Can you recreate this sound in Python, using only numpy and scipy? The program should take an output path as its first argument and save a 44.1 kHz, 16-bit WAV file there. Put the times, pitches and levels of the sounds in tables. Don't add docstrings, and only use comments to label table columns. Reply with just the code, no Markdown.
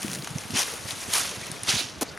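import sys
import numpy as np
from scipy import signal
from scipy.fft import rfft, irfft
from scipy.io import wavfile
from scipy.ndimage import uniform_filter1d

SR = 44100
rng = np.random.default_rng(int(sys.argv[2]) if len(sys.argv) > 2 else 0)


def makeup_ratio(level_db):
    decades = np.asarray(level_db, float) / 20
    return 10 ** decades


def dump(signal):
    limited = np.clip(np.atleast_2d(signal).T, -1, 1)
    pcm = np.round(limited * 32767).astype(np.int16)
    wavfile.write(sys.argv[1], SR, pcm)


N = 96534
T = np.arange(N) / SR


def evened(x):
    return x / np.sqrt(np.mean(x ** 2) + 1e-20)


def read(points, hz):
    f, value = np.transpose(points)
    return np.interp(np.log(hz + 1), np.log(f + 1), value)


def colour(x, points, more=((1, 0), (2, 0))):
    n = x.shape[-1]
    hz = np.fft.rfftfreq(n, 1 / SR)
    gain = makeup_ratio(read(points, hz) + read(more, hz))
    return irfft(rfft(x) * gain, n)


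def slow(seconds, shape=N):
    width = max(int(seconds * SR), 1)
    once = uniform_filter1d(rng.standard_normal(shape), width)
    return evened(uniform_filter1d(once, width))


def ports(mid, side, pan_db=0):
    return np.array([(mid + side) * makeup_ratio(pan_db / 2), (mid - side) * makeup_ratio(-pan_db / 2)])


def add(mix, s, sound, pan_db):
    at = round(s * SR)
    part = mix[:, at:at + len(sound)]
    part += ports(sound, 0, pan_db)[:, :part.shape[1]]


def wavelet(hz, turns, phase=0):
    t = np.arange(int(turns / hz * SR) + 2) / SR
    return np.sin(np.pi * t / t[-1]) ** 2 * np.sin(2 * np.pi * hz * t + phase)


# (peak time [s], crackle level [dB], rise [dB/s], fall [dB/s], dead-leaf share [0-1])
FOOT_PRESSES = [(0.016, -39.5, 298, 76, 0.16), (.145, -42, 69, 170, 0.1), (0.247, -43.5, 200, 118, 0.64),
                (.40, -44, 32, 11, 0.1), (0.568, -24.5, 510, 186, 0.75), (0.599, -24.5, 318, 247, 0.22),
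                (.68, -37, 194, 61, 0.18), (0.908, -33.5, 195, 366, 0.34), (1.022, -37, 106, 179, 0.24),
                (1.163, -24, 215, 163, 0.14), (1.25, -34.5, 87, 62, 0.44), (1.45, -41, 162, 84, 0.56),
                (1.56, -43, 103, 87, 0.65), (1.67, -36, 302, 100, 0.45), (1.687, -21, 1501, 123, 0.79),
                (1.791, -30, 206, 219, 0.57), (1.86, -41, 100, 118, 1.), (2.088, -47, 53, 106, 1.)]
# (time [s], left over right [dB])
FEET_PLACE = [
    (0, 1.5),
    (.5, 2),
    (.9, 2.5),
    (1.2, -1),
    (1.6, 2.5),
    (1.8, -4),
    (1.95, 2),
]
# (frequency [Hz], level [dB])
GRASS_SPECTRUM = [(200, -16), (700, -5), (2000, -3.5), (5000, -5.5), (10000, -3), (13000, -11),
                  (16300, -33.5)]
# (frequency [Hz], level [dB])
LEAF_SPECTRUM = [(200, -12.5), (600, -11.5), (1800, -9.5), (3000, -4), (4000, -5), (6000, -5),
                 (9500, -16.5), (16300, -39)]
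# (frequency [Hz], side over middle [dB])
STEREO_WIDTH = [(60, 1.5), (300, -5.5), (1300, -10), (3200, -10), (4200, -16), (7000, -17.5), (8300, -6.5),
                (15000, -0.5)]


def litter():
    grains_per_s, grain_turns, size_db, clump_db = 8000, 5.13, 2, 2
    size = makeup_ratio(size_db * np.minimum(rng.exponential(1, N), 4) + clump_db * slow(0.0062))
    size = size * (rng.random(N) < grains_per_s / SR) * rng.choice([-1, 1], N)
    kind, place = rng.integers(0, 36, N), rng.standard_normal(N)
    crackle = np.zeros((2, N))
    for k, hz in enumerate(np.geomspace(250, 16000, 36)):
        grain = wavelet(hz, grain_turns * (hz / 4000) ** 0.084)
        grain = grain / np.linalg.norm(grain) * np.sqrt(hz)
        train = size * (kind == k)
        crackle += signal.oaconvolve([train, train * place], [grain], axes=1)[:, :N]
    crackle = crackle / np.std(crackle[0]) + rng.standard_normal((2, N))

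    z = signal.stft(crackle, nperseg=256)[2]
    patches = uniform_filter1d(rng.standard_normal(z.shape[1:]), size=7, axis=0)
    patches = uniform_filter1d(patches, size=5, axis=1)
    crackle = signal.istft(z * makeup_ratio(evened(patches)), nperseg=256)[1][:, :N]

    s, db, rise, fall, leaf = np.transpose(FOOT_PRESSES)[:, :, None]
    distance_db = np.where(T < s, rise * (s - T), fall * (T - s))
    power = makeup_ratio(db - distance_db) ** 2
    leaf_share = np.clip((power * leaf).sum(0) / power.sum(0), 0, 1)
    mix = 0
    for spectrum, share in ((GRASS_SPECTRUM, 1 - leaf_share), (LEAF_SPECTRUM, leaf_share)):
        mid = colour(crackle[0], spectrum)
        side = colour(crackle[1], spectrum, STEREO_WIDTH)
        band = colour(mid, [(1900, -60), (2000, 0), (7000, 0), (7200, -60)])
        mix = mix + share * np.array([mid, side]) / np.std(band)
    pan_db = np.interp(T, *np.transpose(FEET_PLACE))
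    return ports(*mix, pan_db) * np.sqrt(power.sum(0))


# (time [s], peak level [dB], ring [Hz],
# share of tick against ring [0-1])
STALK_SNAPS = [(0.019, -17, 9700, 0.13), (0.03, -13.5, 5900, 0.5), (0.081, -18, 2300, 0.43),
               (0.115, -18.5, 10000, 0.73), (0.132, -15.5, 3830, 0.65), (0.139, -18, 5400, 0.4),
               (0.149, -15.5, 7000, 0.6), (0.156, -18.5, 2020, 0.58), (0.223, -21, 4300, 0.3),
               (0.245, -18, 5400, 0.62), (0.273, -16.5, 1060, 0.55), (0.384, -17, 6200, 0.42),
               (0.506, -23, 1550, 0.97), (0.565, -18.5, 2280, 0.14), (0.588, -31, 5950, 0.6),
               (0.737, -18.5, 6130, 0.6), (0.908, -15.5, 3650, 0.28), (1.182, -5, 10400, 0.22),
               (1.293, -21, 6100, 0.2), (1.516, -13, 9550, 0.35), (1.634, -10, 9460, 0.27),
               (1.688, -23, 4770, 0), (2.175, -21.5, 1700, 0.28),
               (.099, -21.5, 2470, 0.46), (.187, -24, 3500, 0.47), (.574, -18, 2300, .2),
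               (.5865, -18, 2810, 0), (.5923, -8, 5740, 0.2), (.600, -14, 5960, 0.1), (.607, -15, 5200, 0),
               (.6125, -17, 6500, 0), (.619, -9, 5440, 0.4), (.630, -14, 2750, 0.43),
               (1.1345, -13, 4550, .3), (1.1373, -7, 10400, 0.63), (1.148, -9, 9700, .3),
               (1.1535, -16, 5500, 0.2), (1.162, -16, 6000, .4), (1.177, -15, 3770, 0.4),
               (1.196, -9.5, 9500, 0.35), (1.2335, -19, 4160, 0.7), (1.640, -33, 9300, 0.3),
               (1.6495, -26, 6000, 0.5), (1.682, -15, 5750, 0.25), (1.6908, -12, 4600, 0),
               (1.697, -17, 3000, 0), (1.7005, -14, 4800, .2), (1.7055, -13.5, 5470, 0.5),
               (1.782, -23, 3960, 0), (1.833, -23, 4000, 0.3)]
# (frequency [Hz], level [dB])
TICK_SPECTRUM = [(400, -74), (1500, -1), (5000, 0.5), (11000, 2.5), (14500, -16), (16300, -26)]


def snaps():
    tick_t60, tail_db, tail_t60, ring_turns = 0.015, -14.5, 0.044, 4.8
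    out, t = np.zeros((2, N)), np.arange(2048) / SR
    fade = makeup_ratio(-60 * t / tick_t60) + makeup_ratio(tail_db - 60 * t / tail_t60)
    onset = np.minimum(t / 0.00022, 1)
    for s, db, hz, tick in STALK_SNAPS:
        noise = rng.standard_normal(2048)
        sound = tick * evened(colour(noise, TICK_SPECTRUM)) * fade * onset
        ring = wavelet(hz, ring_turns * (hz / 4000) ** .5)
        sound[:len(ring)] += (1 - tick) * 2 * ring
        pan_db = 2 * np.interp(s, *np.transpose(FEET_PLACE))
        add(out, s, makeup_ratio(min(db, -6)) * sound / 2, pan_db)
    return out


# (middle time [s], level [dB], pitch [Hz], length [s])
LEAF_CRUMPLES = [(0.44, -44, 2300, .02), (0.571, -34, 2220, .03), (0.599, -38, 880, 0.053),
                 (0.739, -37.5, 455, 0.021), (0.899, -42.5, 2000, 0.029), (1.149, -35, 11000, .06),
                 (1.436, -39.5, 2240, 0.018), (1.48, -40, 2200, .012), (1.568, -40.5, 2400, .012),
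                 (1.79, -30, 3930, .07), (2.091, -43.5, 4500, 0.017), (2.154, -47, 1620, .012)]


def crumples():
    out = np.zeros((2, N))
    edge, flicker_db = 1.13, 2
    for s, db, hz, length in LEAF_CRUMPLES:
        noise = rng.standard_normal((2, 4096))
        hump = [(hz / edge ** 3, -30), (hz / edge, -3), (hz, 0), (hz * edge, -3), (hz * edge ** 3, -30)]
        band = evened(colour(noise[0], hump))
        band = band * makeup_ratio(flicker_db * evened(uniform_filter1d(noise[1], size=90)))
        n = min(int(length * 2 * SR), 4096)
        pan_db = np.interp(s, *np.transpose(FEET_PLACE))
        add(out, s - n / SR / 2, makeup_ratio(db) * band[:n] * np.hanning(n), pan_db)
    return out


# (frequency [Hz], level [dB])
SCRAPE_SPECTRUM = [(410, -48), (700, 9), (1410, -2), (8780, 1), (13200, -0.5), (16300, -40)]


def creak():
    start, length = 2.013, 0.0205
    slip_hz, sag, jitter = 420, .36, .1
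    out, t = np.zeros((2, N)), np.arange(3000) / SR
    sagging = 1 - sag * np.minimum(t / length, 1) ** 0.713
    turns = np.cumsum(slip_hz * sagging * (1 + jitter * slow(0.0012, 3000))) / SR
    on = np.clip((length - t) / 0.00078, 0, 1)
    tail = makeup_ratio(-11 - 60 * np.maximum(t - length, 0) / .05)
    on = on + (1 - on) * tail

    thud_spectrum = [(150, -10), (300, 1), (430, 7), (800, -2), (1200, -10), (2000, -38)]
    thud = evened(colour(rng.standard_normal(3000), thud_spectrum))
    body = np.sin(2 * np.pi * turns)
    body += makeup_ratio(-3.5) * np.sin(4 * np.pi * turns + 1)
    body += makeup_ratio(-10) * np.sin(6 * np.pi * turns)
    body += makeup_ratio(-3) * thud
    body = makeup_ratio(-25.5) * body * np.minimum(.25 + t / .012, 1)
    scrape = evened(colour(rng.standard_normal(3000), SCRAPE_SPECTRUM))
    scrape = scrape * (0.71 + np.exp(-(turns % 1) / 0.34))
    add(out, start, (body + makeup_ratio(-25.5) * scrape) * on, 0)
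    crack = evened(colour(rng.standard_normal(300), TICK_SPECTRUM)) * makeup_ratio(-18.5 - 60 * t[:300] / 0.0041)
    add(out, start - .002, crack, 0)
    return out + 0.202 * ports(0, np.roll(out[0], 9))


# (time [s], peak level [dB], pitch [Hz], length [turns])
WIND_BUFFETS = [(0.0475, -24, 260, 2.3), (0.057, -24.5, 240, 3.4), (0.22, -34, 167, 3.3),
                (0.235, -29, 183, 2.27), (0.305, -31, 140, 3.6), (0.352, -25.5, 134, 3.4),
                (0.445, -39, 110, 4), (0.5, -33, 196, 3.5), (.513, -33, 150, 3), (0.53, -29, 115, 3.8),
                (.535, -34, 300, 4), (0.552, -27.5, 241, 4), (0.684, -32, 465, 3.1), (.845, -37, 100, 3),
                (0.924, -37, 120, 3.6), (0.981, -41, 235, 4.3), (1.075, -37, 90, 3), (1.371, -36, 115, 3),
                (1.492, -34, 160, 3.8), (1.517, -31, 140, 2.6), (1.62, -37, 109, 3.9),
                (1.729, -29, 128, 4.2), (1.752, -33, 95, 3), (1.81, -32, 280, 4), (1.84, -38, 115, 4),
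                (1.965, -40, 75, 4)]
# (frequency [Hz], level [dB])
BREEZE_SPECTRUM = [(15, -56), (25, -23.5), (97, 2.5), (233, 0), (263, -5.5), (600, -3.5), (780, -14.5),
                   (1320, -120)]


def wind():
    breeze_db, lump_db = -48, 4
    a, b = colour(rng.standard_normal((2, N)), BREEZE_SPECTRUM + [(1500, -60)])
    out = ports(a * makeup_ratio(lump_db * slow(0.02)), .5 * b * makeup_ratio(lump_db * slow(0.023)))
    out = evened(out) * makeup_ratio(breeze_db)

    gust_s, gust_length, gust_db = .015, .235, -37.5
    gust_hz, gust_end_hz, wobble = 215, 135, .16
    u = np.linspace(0, 1, int(gust_length * SR))
    n = len(u)
    hz = gust_hz * (gust_end_hz / gust_hz) ** u * (1 + wobble * slow(0.0042)[:n])
    flutter = np.sin(2 * np.pi * np.cumsum(hz) / SR) * makeup_ratio(3 * slow(.008)[:n])
    rough = colour(rng.standard_normal(n), [(70, -30), (130, 0), (350, -4), (480, -25)])
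    flutter = flutter + makeup_ratio(-3) * evened(rough)
    add(out, gust_s, makeup_ratio(gust_db) * flutter * np.sin(np.pi * u) ** 0.46, -1)

    rough_spectrum = [(100, -43), (200, 12.0), (400, -5.5), (800, -36.5)]
    for s, db, hz, turns in WIND_BUFFETS:
        puff = wavelet(hz, turns)
        n = len(puff)
        rough = evened(colour(rng.standard_normal(4096), rough_spectrum))[:n]
        puff = puff + makeup_ratio(-6.5) * np.hanning(n) * rough
        pan_db = rng.choice([-5, 5])
        add(out, s - .003, makeup_ratio(db) * puff * np.linspace(1.3, .6, n), pan_db)
    return out


# (frequency [Hz], level [dB])
WOODS_SPECTRUM = [(30, -9.5), (300, -4), (1500, -6.5), (4600, -17), (7000, -24), (11000, -21.5),
                  (13000, -27), (16300, -62)]


def woods():
    patch_db, woods_db = 1, -44
    a, b = rng.standard_normal((2, N)) * makeup_ratio(patch_db * slow(0.1, (2, N)))
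    mid = colour(a, WOODS_SPECTRUM)
    side = colour(b, WOODS_SPECTRUM, STEREO_WIDTH)
    return ports(mid, side) * makeup_ratio(woods_db) / np.std(mid)


def scene():
    return litter() + snaps() + crumples() + creak() + wind() + woods()


def band_limit(x):
    return signal.sosfilt(signal.butter(12, 16510, fs=SR, output="sos"), x)


# (frequency [Hz], level [dB])
MICROPHONE_CAVITY = [(5000, 0), (6500, 1.5), (7900, -4.5), (9600, 0.5), (11500, -3.5)]


def record(dry):
    side_gate_db, top_gate_db, top_hz = -14, -27, 12500
    left, right = colour(dry, MICROPHONE_CAVITY, [(25, -12), (70, -0.5)])
    z = signal.stft([left + right, left - right], nperseg=1024)[2]
    power = uniform_filter1d(abs(z) ** 2, size=24, axis=1)
    power = uniform_filter1d(power, size=3, axis=2)
    z[1] *= power[1] > power[0] * makeup_ratio(side_gate_db) ** 2
    middle = power[0, 40:250]
    whole = uniform_filter1d(middle.mean(0), size=3) ** .9 * middle.mean() ** .1
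    below_top = np.fft.rfftfreq(1024, 1 / SR)[:, None] < top_hz
    strong = uniform_filter1d(abs(z) ** 2, size=9, axis=1) > whole * makeup_ratio(top_gate_db) ** 2
    z *= below_top | strong
    mix = ports(*signal.istft(z, nperseg=1024)[1][:, :N]) / 2
    return band_limit(mix)


dry = scene()
out = record(dry)
dump(out)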